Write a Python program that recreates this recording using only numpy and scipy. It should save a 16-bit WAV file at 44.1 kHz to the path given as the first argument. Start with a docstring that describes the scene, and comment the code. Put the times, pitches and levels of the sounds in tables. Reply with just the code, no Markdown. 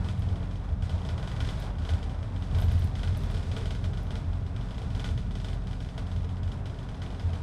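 """A low diesel drone, a booming cabin, quick window knocks and buzzing trim, heard in mono at a front
seat on the upper deck of a bus at steady speed. The drone is sines on the engine's shaft orders; the road
is coloured noise with a low boom that swells over bumps. The loose window knocks about once a shaft turn,
each knock a short blow, a set of ringing modes and a rattle. A small fitting ticks in the treble, and the
cabin adds a short reverberant tail to knocks and ticks."""
import sys
import numpy as np
from scipy import signal
from scipy.fft import rfft, irfft, next_fast_len
from scipy.io import wavfile
from scipy.ndimage import map_coordinates

SR = 44100
rng = np.random.default_rng(int(sys.argv[2]) if len(sys.argv) > 2 else 0)


def invert_db(level):
    """Linear amplitude ratio for a level in decibels (20 dB per decade), elementwise."""
    return 10 ** (np.asarray(level, dtype=float) / 20)


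def master_out(mix):
    """Clip the mix to full scale and print it as 16-bit PCM to the path in sys.argv[1]."""
    frames = np.transpose(np.atleast_2d(mix))
    ceiling = np.clip(frames, -1, 1)
    pcm = np.round(ceiling * 32767).astype(np.int16)
    wavfile.write(sys.argv[1], SR, pcm)


N = 327222  # length [samples]

# engine shaft speed before its small wander: (time [s], shaft turns per second [1/s])
SHAFT_SPEED = [(0, 22.58), (1.5, 22.47), (2.7, 22.41), (4.1, 22.27), (4.9, 22.47), (7.42, 22.05)]
# steady orders of the drone, before their sway: (shaft order [1], level [dB rms])
STEADY_ORDERS = [(2, -37.5), (4, -43), (6, -52), (12, -54)]
# fifth and eighth shaft orders, before their sway: (time [s], fifth [dB rms], eighth [dB rms])
CHANGING_ORDERS = [(0, -42, -43.5), (.8, -47, -46), (1.4, -40, -46.5), (2.1, -48.5, -52), (2.5, -46, -46),
                   (3.1, -44.5, -55), (3.8, -44.5, -47), (4.399, -43, -48), (5.1, -40, -46),
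                   (5.5, -48, -51), (6.2, -47, -47), (6.9, -46.5, -53), (7.42, -47.5, -49.5)]
# low end along the way: (time [s], gain on rumble and second order [dB], note of the boom [Hz])
LOW_END = [(0, 0.5, 75), (.9, -1, 75), (1.5, 0.6, 78), (2.3, -1, 79), (2.7, 3, 76), (3.5, 1, 79),
           (4.2, 0.5, 80), (4.6, 0.4, 74), (5.3, 1.5, 79), (6, -1, 79), (6.5, -1.5, 78), (7.42, -1.5, 79)]
# bumps that swell the cabin boom: (start [s], length [s], level [dB])
BOOM_BUMPS = [(-0.003, 0.2, -38.5), (0.163, 0.014, -39), (0.237, 0.022, -31), (0.3, 0.036, -36),
              (0.453, 0.016, -32), (0.71, 0.046, -31), (0.833, 0.043, -27.5), (0.945, 0.015, -23),
              (1.116, 0.047, -34.5), (1.393, 0.071, -32), (1.528, 0.027, -33.5), (1.777, 0.078, -32.5),
              (1.904, 0.055, -26.5), (2.043, 0.048, -37.5), (2.176, 0.058, -28.5), (2.524, 0.344, -30),
              (2.972, 0.053, -35), (3.061, 0.098, -33), (3.197, 0.088, -36), (3.313, 0.26, -37.5),
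              (3.863, 0.023, -28), (4.136, 0.021, -47), (4.267, 0.11, -37), (4.425, 0.065, -39.5),
              (4.948, 0.031, -38), (5.068, 0.13, -34), (6.103, 0.057, -33.5), (6.175, 0.037, -30),
              (6.422, 0.075, -32.5), (7.245, 0.034, -29.5), (7.343, 0.023, -37)]
# colour of the low road rumble: (frequency [Hz], relative density [dB per Hz])
RUMBLE_COLOUR = [(20, -12), (34, -6), (54, -1), (70, -0.5), (99, -3), (112, 0), (125, -4.5), (150, -4.5),
                 (168, -11.5), (208, -10.5), (255, -18.5), (297, -21), (322, -42), (430, -72), (800, -120)]
# road surface under the bus: (time [s], body roar [dB], trim buzz [dB])
ROAD_SURFACE = [(0, -48, -55.5), (.45, -49, -59), (.8, -49.5, -63.5), (.84, -49, -55.5), (1.1, -46, -57.5),
                (1.4, -45, -55.5), (1.62, -47, -50), (1.72, -47.5, -60.5), (1.93, -46.5, -57),
                (2.2, -48.5, -61.5), (2.5, -48.5, -57), (2.58, -45, -52), (2.83, -49.5, -52.5),
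                (2.93, -49, -56.5), (3.3, -49, -53), (3.6, -49, -56), (3.95, -50, -60), (4.17, -48, -58),
                (4.3, -49.5, -60), (4.6, -49.5, -61), (4.75, -50, -58.5), (5.05, -49, -56.5),
                (5.3, -51, -61), (5.48, -50.5, -59), (5.65, -50, -60.5), (5.85, -52, -59),
                (6.4, -49.5, -62.5), (7.1, -48.5, -61), (7.42, -48.5, -56.5)]
# colour of the body roar: (frequency [Hz], relative density [dB per Hz])
ROAR_COLOUR = [(180, -25), (300, -12.5), (328, -0.5), (459, -3.5), (521, -2.5), (653, -2), (1140, -6.5),
               (1480, -11.5), (2600, -21.5), (3380, -22.5), (5720, -120)]
# floor and panels that colour the roar: (frequency [Hz], width [Hz], level relative to the roar [dB])
PANEL_HUMS = [(296.5, 27, -14.5), (612, 31, -16), (667, 44, -14.5), (764, 50, -16), (977, 96, -18.5),
              (1471, 29, -22)]
# notes of one floor panel: (frequency [Hz], level relative to its hum [dB])
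FLOOR_PANEL_NOTES = [(390, -0.7), (447, -1.7)]
# hum of that floor panel: (time [s], level relative to the roar [dB])
FLOOR_PANEL_HUM = [(0, -13), (.6, -14.5), (2.2, -17), (3.2, -7), (3.8, -4), (4.3, -10.5), (5.5, -8.5),
                   (6.5, -9.5), (7.42, -12.5)]
# colour of the trim buzz: (frequency [Hz], relative density [dB per Hz])
BUZZ_COLOUR = [(710, -2), (1200, -6), (1480, 0), (1610, -3), (2680, -6), (3050, -10), (3500, -3),
               (4420, -8.5), (5010, -8.5), (6820, -15), (7500, -16.5), (8100, -14.5), (8700, -18),
               (9270, -18), (11500, -27.5), (14200, -38.5), (15100, -47)]
# clear knocks of the window: (time of the clack [s], nominal peak [dB])
CLEAR_KNOCKS = [(0.0453, -40.5), (0.0867, -37.5), (0.2209, -42), (0.2883, -42.5), (0.3571, -44),
                (0.4284, -46), (0.5115, -45), (0.5567, -45.5), (0.6444, -51), (0.6898, -49.5),
                (0.824, -39.5), (0.8949, -37.5), (0.9803, -45), (1.0176, -46), (1.051, -39.5),
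                (1.0892, -35.5), (1.1792, -39), (1.2274, -39), (1.275, -37), (1.3159, -40), (1.3638, -40.5),
                (1.4045, -32), (1.4484, -35.5), (1.489, -34), (1.5345, -46), (1.6242, -38.5), (1.666, -45),
                (1.785, -42), (1.8206, -46), (1.8504, -38.5), (1.8906, -32.5), (1.9362, -38), (1.982, -45),
                (2.0288, -39.5), (2.0957, -42.5), (2.1455, -48), (2.19, -51), (2.229, -43), (2.362, -44),
                (2.4236, -42), (2.5476, -38), (2.586, -37.5), (2.622, -37.5), (2.6837, -41),
                (2.7151, -39.5), (2.7781, -44), (2.9133, -50), (2.9542, -38), (2.9939, -41),
                (3.0324, -34.5), (3.075, -37), (3.1492, -42.5), (3.2355, -42), (3.3002, -43.5),
                (3.344, -37.5), (3.3687, -39.5), (3.3957, -44), (3.4296, -42), (3.468, -45),
                (3.5155, -36.5), (3.5657, -32), (3.6122, -40.5), (3.657, -36), (3.707, -34.5),
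                (3.7499, -38.5), (3.841, -36.5), (3.9337, -41.5), (3.9737, -39.5), (4.0682, -46.5),
                (4.1066, -38.5), (4.155, -36.5), (4.2443, -49), (4.3316, -45), (4.4648, -46),
                (4.5627, -41.5), (4.6107, -43), (4.6872, -46.5), (4.7082, -42), (4.7446, -44),
                (4.7805, -40), (4.8179, -42.5), (4.904, -43.5), (4.9495, -38.5), (4.996, -35),
                (5.0434, -31.5), (5.0888, -39), (5.1766, -38), (5.2644, -50), (5.309, -42.5),
                (5.3537, -38.5), (5.4001, -41), (5.4456, -35.5), (5.4849, -38), (5.5308, -41),
                (5.671, -41.5), (5.711, -43.5), (5.7309, -42.5), (5.8042, -41), (5.847, -45), (5.8886, -44),
                (5.9788, -36.5), (6.0686, -44), (6.116, -41.5), (6.1624, -42.5), (6.2444, -47),
                (6.2916, -44), (6.3689, -47.5), (6.4325, -43), (6.4772, -44.5), (6.5182, -40.5),
                (6.6573, -39), (6.6977, -46.5), (6.744, -48), (6.788, -43.5), (6.8297, -46), (6.8887, -43),
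                (6.945, -44.5), (7.0189, -37.5), (7.0628, -43), (7.104, -43.5), (7.1472, -45),
                (7.1969, -38.5), (7.2937, -48), (7.3325, -41), (7.354, -45)]
# click, knock and clack in each blow:
# (frequency [Hz], level relative to the knock [dB], peak after first contact [s])
BLOW_PARTS = [(5050, -8.5, 0.0011), (1521, -10, 0.0027), (2353, -13.5, 0.0023), (3102, -2, 0.0025),
              (3525, -7, 0.0032), (3940, -13.5, 0.0012)]
# modes of pane and frame:
# (frequency [Hz], level relative to the knock [dB], t60 [s], start after first contact [s])
PANE_MODES = [(449, -10, 0.11, 0.0009), (634, -9.5, 0.098, 0.00088), (747, -8.5, 0.024, 0.00076),
              (1000, -23, 0.14, 0.00069), (1220, -22, .1, .0008), (1455, -12, 0.074, 0.00072),
              (1976, -14.5, 0.057, 0.00099), (2420, -22.5, 0.11, .0012), (2580, -23.5, .09, 0.00121),
              (3027, -16, .1, .0042), (3430, -17, 0.092, .0042), (3890, -19, 0.058, .001),
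              (4130, -22.5, .07, 0.00104), (4680, -27, .09, .002), (5240, -33, .09, .002),
              (5870, -29, 0.032, 0.00014), (6380, -24, 0.028, .0001)]
# thin ticks of a small fitting: (time [s], nominal level [dB])
FITTING_TICKS = [(0.1945, -56.5), (1.5998, -53.5), (2.5865, -55), (2.603, -51), (2.616, -52), (2.6439, -53),
                 (2.7194, -54), (2.795, -55), (2.844, -52), (3.174, -51), (3.2344, -57), (3.3104, -58),
                 (4.0322, -59)]
# decay of the cabin: (frequency [Hz], t60 [s])
CABIN_DECAY = [(500, 0.11), (3000, 0.22), (10000, 0.28)]


def unit(x):
    """Scaled to rms 1."""
    return x / np.sqrt(np.mean(x ** 2) + 1e-20)


def along(points, hz):
    """Values at hz, read from (frequency, value) points on a log axis."""
    f, v = np.transpose(points)
    return np.interp(np.log(hz + 1), np.log(f + 1), v)


def curves(rows):
    """One value per sample for each column after the time."""
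    s, *cols = np.transpose(rows)
    return [np.interp(np.arange(N) / SR, s, c) for c in cols]


def wobble(rate):
    """A smooth random curve through normal draws, rate knots a second."""
    knots = rng.standard_normal(int(N * rate / SR) + 4)
    return map_coordinates(knots, [np.arange(N) * rate / SR])


def filtered(x, response):
    """x passed through a response of frequency, by FFT."""
    m = next_fast_len(N + SR // 2)
    return irfft(rfft(x, m) * response(np.fft.rfftfreq(m, 1 / SR)), m)[..., :N]


def ringing(modes):
    """Causal response of (Hz, width Hz, dB) resonances, neighbours in opposite phase."""
    return lambda f: sum((-1) ** k * invert_db(db) * 1j * f * w / (c * c - f * f + 1j * f * w)
                         for k, (c, w, db) in enumerate(modes))


def rush(colour):
    """Noise of rms 1 in a given colour."""
    return unit(filtered(rng.standard_normal(N), lambda hz: invert_db(along(colour, hz))))


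def engine():
    """Shaft orders: sines at multiples of one shaft angle, each swaying in level as the body flexes."""
    turns = np.cumsum(curves(SHAFT_SPEED)[0] + 0.08 * wobble(6)) / SR
    heft_db, _ = curves(LOW_END)
    drone = np.zeros(N)
    for order, db in STEADY_ORDERS + list(zip((5, 8), curves(CHANGING_ORDERS))):
        if order < 3:
            sway_db = 1.6 * wobble(7) + heft_db
        else:
            sway_db = 1.1 * wobble(7)
        wave = np.sin(2 * np.pi * (order * turns + rng.random()))
        drone += np.sqrt(2) * invert_db(db + sway_db) * wave
    return drone


def boom_swell():
    """Size of the cabin boom: a fluttering idle plus a soft-edged swell over each bump."""
    idle_db, flutter_db, edge_s = -42, 1.5, 0.015
    t = np.arange(N) / SR
    swells = np.zeros(N)
    for start, length, db in BOOM_BUMPS:
        from_middle = np.abs(t - start - length / 2)
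        edge = np.maximum(from_middle - length / 2 + edge_s, 0) / edge_s
        swells += invert_db(db) * np.exp(-edge ** 2 / 2)
    return invert_db(idle_db + flutter_db * wobble(7.6)) + swells


def shaken_note(hz):
    """A sine at a moving frequency, shaken in size and pitch."""
    size = invert_db(1.8 * wobble(10))
    return size * np.sin(2 * np.pi * np.cumsum(hz + 2.2 * wobble(10)) / SR)


def cabin_boom(size):
    """The cabin air rings at a wandering low note and near the fourth shaft order."""
    _, boom_hz = curves(LOW_END)
    notes = 0.8 * shaken_note(boom_hz) + shaken_note(4 * curves(SHAFT_SPEED)[0])
    return size * unit(notes)


def rumble(size):
    """Low coloured noise from the tyres, rising slightly with the boom."""
    heft_db, _ = curves(LOW_END)
    level = invert_db(heft_db - 35.5 + 1.3 * wobble(22))
    return level * unit(size ** 0.12) * rush(RUMBLE_COLOUR)


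def panels():
    """Each panel note hums as narrow resonant noise that comes and goes on its own."""
    floor_width_hz = 48
    hum_db = curves(FLOOR_PANEL_HUM)[0]
    floor = [(hz, floor_width_hz, hum_db + db) for hz, db in FLOOR_PANEL_NOTES]
    hums = np.zeros(N)
    for hz, width, db in PANEL_HUMS + floor:
        resonance = ringing([(hz, width, 0)])
        narrow = filtered(rng.standard_normal(N), lambda f: resonance(f) ** 2)
        hums += invert_db(db + 1.5 * wobble(8)) * unit(narrow)
    return hums


def roar():
    """Mid noise of the body, coloured by humming panels, its level following the road surface."""
    roar_db, _ = curves(ROAD_SURFACE)
    return invert_db(roar_db + 1.08 * wobble(12)) * (0.89 * rush(ROAR_COLOUR) + panels())


def stirred():
    """Extra buzz power that each clear knock leaves in the trim, dying away."""
    stir_db, t60_s = -12, 0.31  # relative to the knock's nominal peak
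    s, db = np.transpose(CLEAR_KNOCKS)
    jolts = np.bincount(np.round(s * SR).astype(int), invert_db(db + stir_db) ** 2, N)
    decay = invert_db(-60 * np.arange(SR // 2) / SR / t60_s) ** 2
    return np.abs(signal.fftconvolve(jolts, decay)[:N])


def trim_buzz():
    """Trim in tiny contacts, most faint and a few strong, on a bed of hiss, all in one colour."""
    contacts_per_s = 900
    _, buzz_db = curves(ROAD_SURFACE)
    strength = invert_db(3 * np.minimum(rng.exponential(size=N), 3))
    contacts = (rng.random(N) < contacts_per_s / SR) * rng.standard_normal(N) * strength
    grit = 0.5 * unit(contacts) + rng.standard_normal(N)
    buzz = unit(filtered(grit, lambda hz: invert_db(along(BUZZ_COLOUR, hz))))
    flicker_db = 1.3 * wobble(25)
    power = invert_db(buzz_db + flicker_db) ** 2 + stirred()
    return np.sqrt(power) * buzz


def knock_list():
    """Times and levels of the clear knocks, and of a faint one about every shaft turn between them."""
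    looseness = 0.1  # timing scatter [turns]
    faint_db_over_buzz, scatter_db = 6, 3
    clear_s, clear_db = np.transpose(CLEAR_KNOCKS)
    turn_s = 1 / np.interp(clear_s, *np.transpose(SHAFT_SPEED))[:, None]
    chance = rng.standard_normal((len(clear_s), 16, 2))
    faint_s = clear_s[:, None] + turn_s * (np.arange(1, 17) + looseness * chance[..., 0])
    # keep those at least half a turn ahead of the next clear knock
    next_s = np.append(clear_s[1:], N / SR)[:, None]
    free = faint_s < next_s - turn_s / 2
    surface_s, _, buzz_db = np.transpose(ROAD_SURFACE)
    faint_db = np.interp(faint_s, surface_s, buzz_db) + faint_db_over_buzz + scatter_db * chance[..., 1]
    return np.append(clear_s, faint_s[free])[:, None], np.append(clear_db, faint_db[free])[:, None]


def pane_modes(t):
    """Decaying sines of pane and frame, one row a mode, neighbours in opposite phase."""
    hz, db, t60, start = np.transpose(PANE_MODES)[..., None]
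    since = np.maximum(t - start, 0)
    sign = (-1) ** np.arange(len(PANE_MODES))[:, None]
    return sign * invert_db(db - 60 * since / t60) * np.sin(2 * np.pi * hz * since)


def blow_parts(t):
    """Click, knock and clack: sines under bell-shaped envelopes a few cycles wide, one row each."""
    bell_cycles = 2.4  # standard deviation of the envelope
    hz, db, peak = np.transpose(BLOW_PARTS)[..., None]
    bell = np.exp(-((t - peak) * hz / bell_cycles) ** 2 / 2)
    return invert_db(db) * bell * np.sin(2 * np.pi * hz * t)


def window():
    """Knocks share one blow and one set of modes, scattered a little in colour, over a treble rattle."""
    size = 8192  # samples a knock
    lead_s = 0.001307  # first contact ahead of the clack
    colour_scatter_db = 2
    rattle_db, rattle_t60_s, rattle_low_hz, rattle_high_hz = -20, 0.05, 6800, 10500
    t = np.arange(size) / SR
    s, db = knock_list()

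    mode_scatter_db = colour_scatter_db * rng.standard_normal((len(s), len(PANE_MODES)))
    blow_scatter_db = colour_scatter_db / 2 * rng.standard_normal((len(s), len(BLOW_PARTS)))
    knock = invert_db(mode_scatter_db) @ pane_modes(t) + invert_db(blow_scatter_db) @ blow_parts(t)
    onset = 1 - np.exp(-t / 0.001)
    rattle = invert_db(rattle_db - 60 * t / rattle_t60_s) * onset * rng.standard_normal(knock.shape)

    at = (np.round((s - lead_s) * SR).astype(int) + np.arange(size)).ravel()

    def placed(rows):
        """Every knock's row summed at its own time and level."""
        return np.bincount(at, (invert_db(db) * rows).ravel(), N + size)[:N]

    def treble(f):
        """Band-pass gain of the rattle."""
        return 1 / (1 + (rattle_low_hz / (f + 1)) ** 6 + (f / rattle_high_hz) ** 6)

    return placed(knock) + filtered(placed(rattle), treble)


def cabin(x):
    """The cabin's answer: a noise tail of unit energy, each frequency dying at its own speed."""
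    hz, t, z = signal.stft(rng.standard_normal(SR // 3), SR, nperseg=256)
    decay = invert_db(-60 * t / along(CABIN_DECAY, hz)[:, None])
    tail = signal.istft(z * decay, SR, nperseg=256)[1]
    return signal.fftconvolve(x, tail / np.linalg.norm(tail))[:N]


def fitting():
    """Ticks of a small fitting: bursts of noise, gone in milliseconds, through treble resonances."""
    t = np.arange(SR // 100) / SR
    force = np.zeros(N)
    for s, db in FITTING_TICKS:
        burst = invert_db(db + 12 - 60 * t / 0.012) * rng.standard_normal(len(t))  # 12 dB up into the filter
        force[round(s * SR):][:len(t)] += burst
    resonance = ringing([(8300, 3000, -2), (12000, 6000, 0)])
    return filtered(force, lambda hz: resonance(hz) ** 2)


def scene():
    """Everything as heard at a front seat, in one channel."""
    size = boom_swell()
    road = cabin_boom(size) + rumble(size) + roar() + trim_buzz()
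    knocks = window() + fitting()
    return (engine() + road + knocks + invert_db(-7) * cabin(knocks))[None]


def roll_off(x):
    """The treble ends steeply here."""
    return signal.sosfilt(signal.butter(12, 15240, fs=SR, output="sos"), x)


def record(dry):
    """The finished mix as it is kept."""
    return roll_off(dry)


dry = scene()
out = record(dry)
master_out(out)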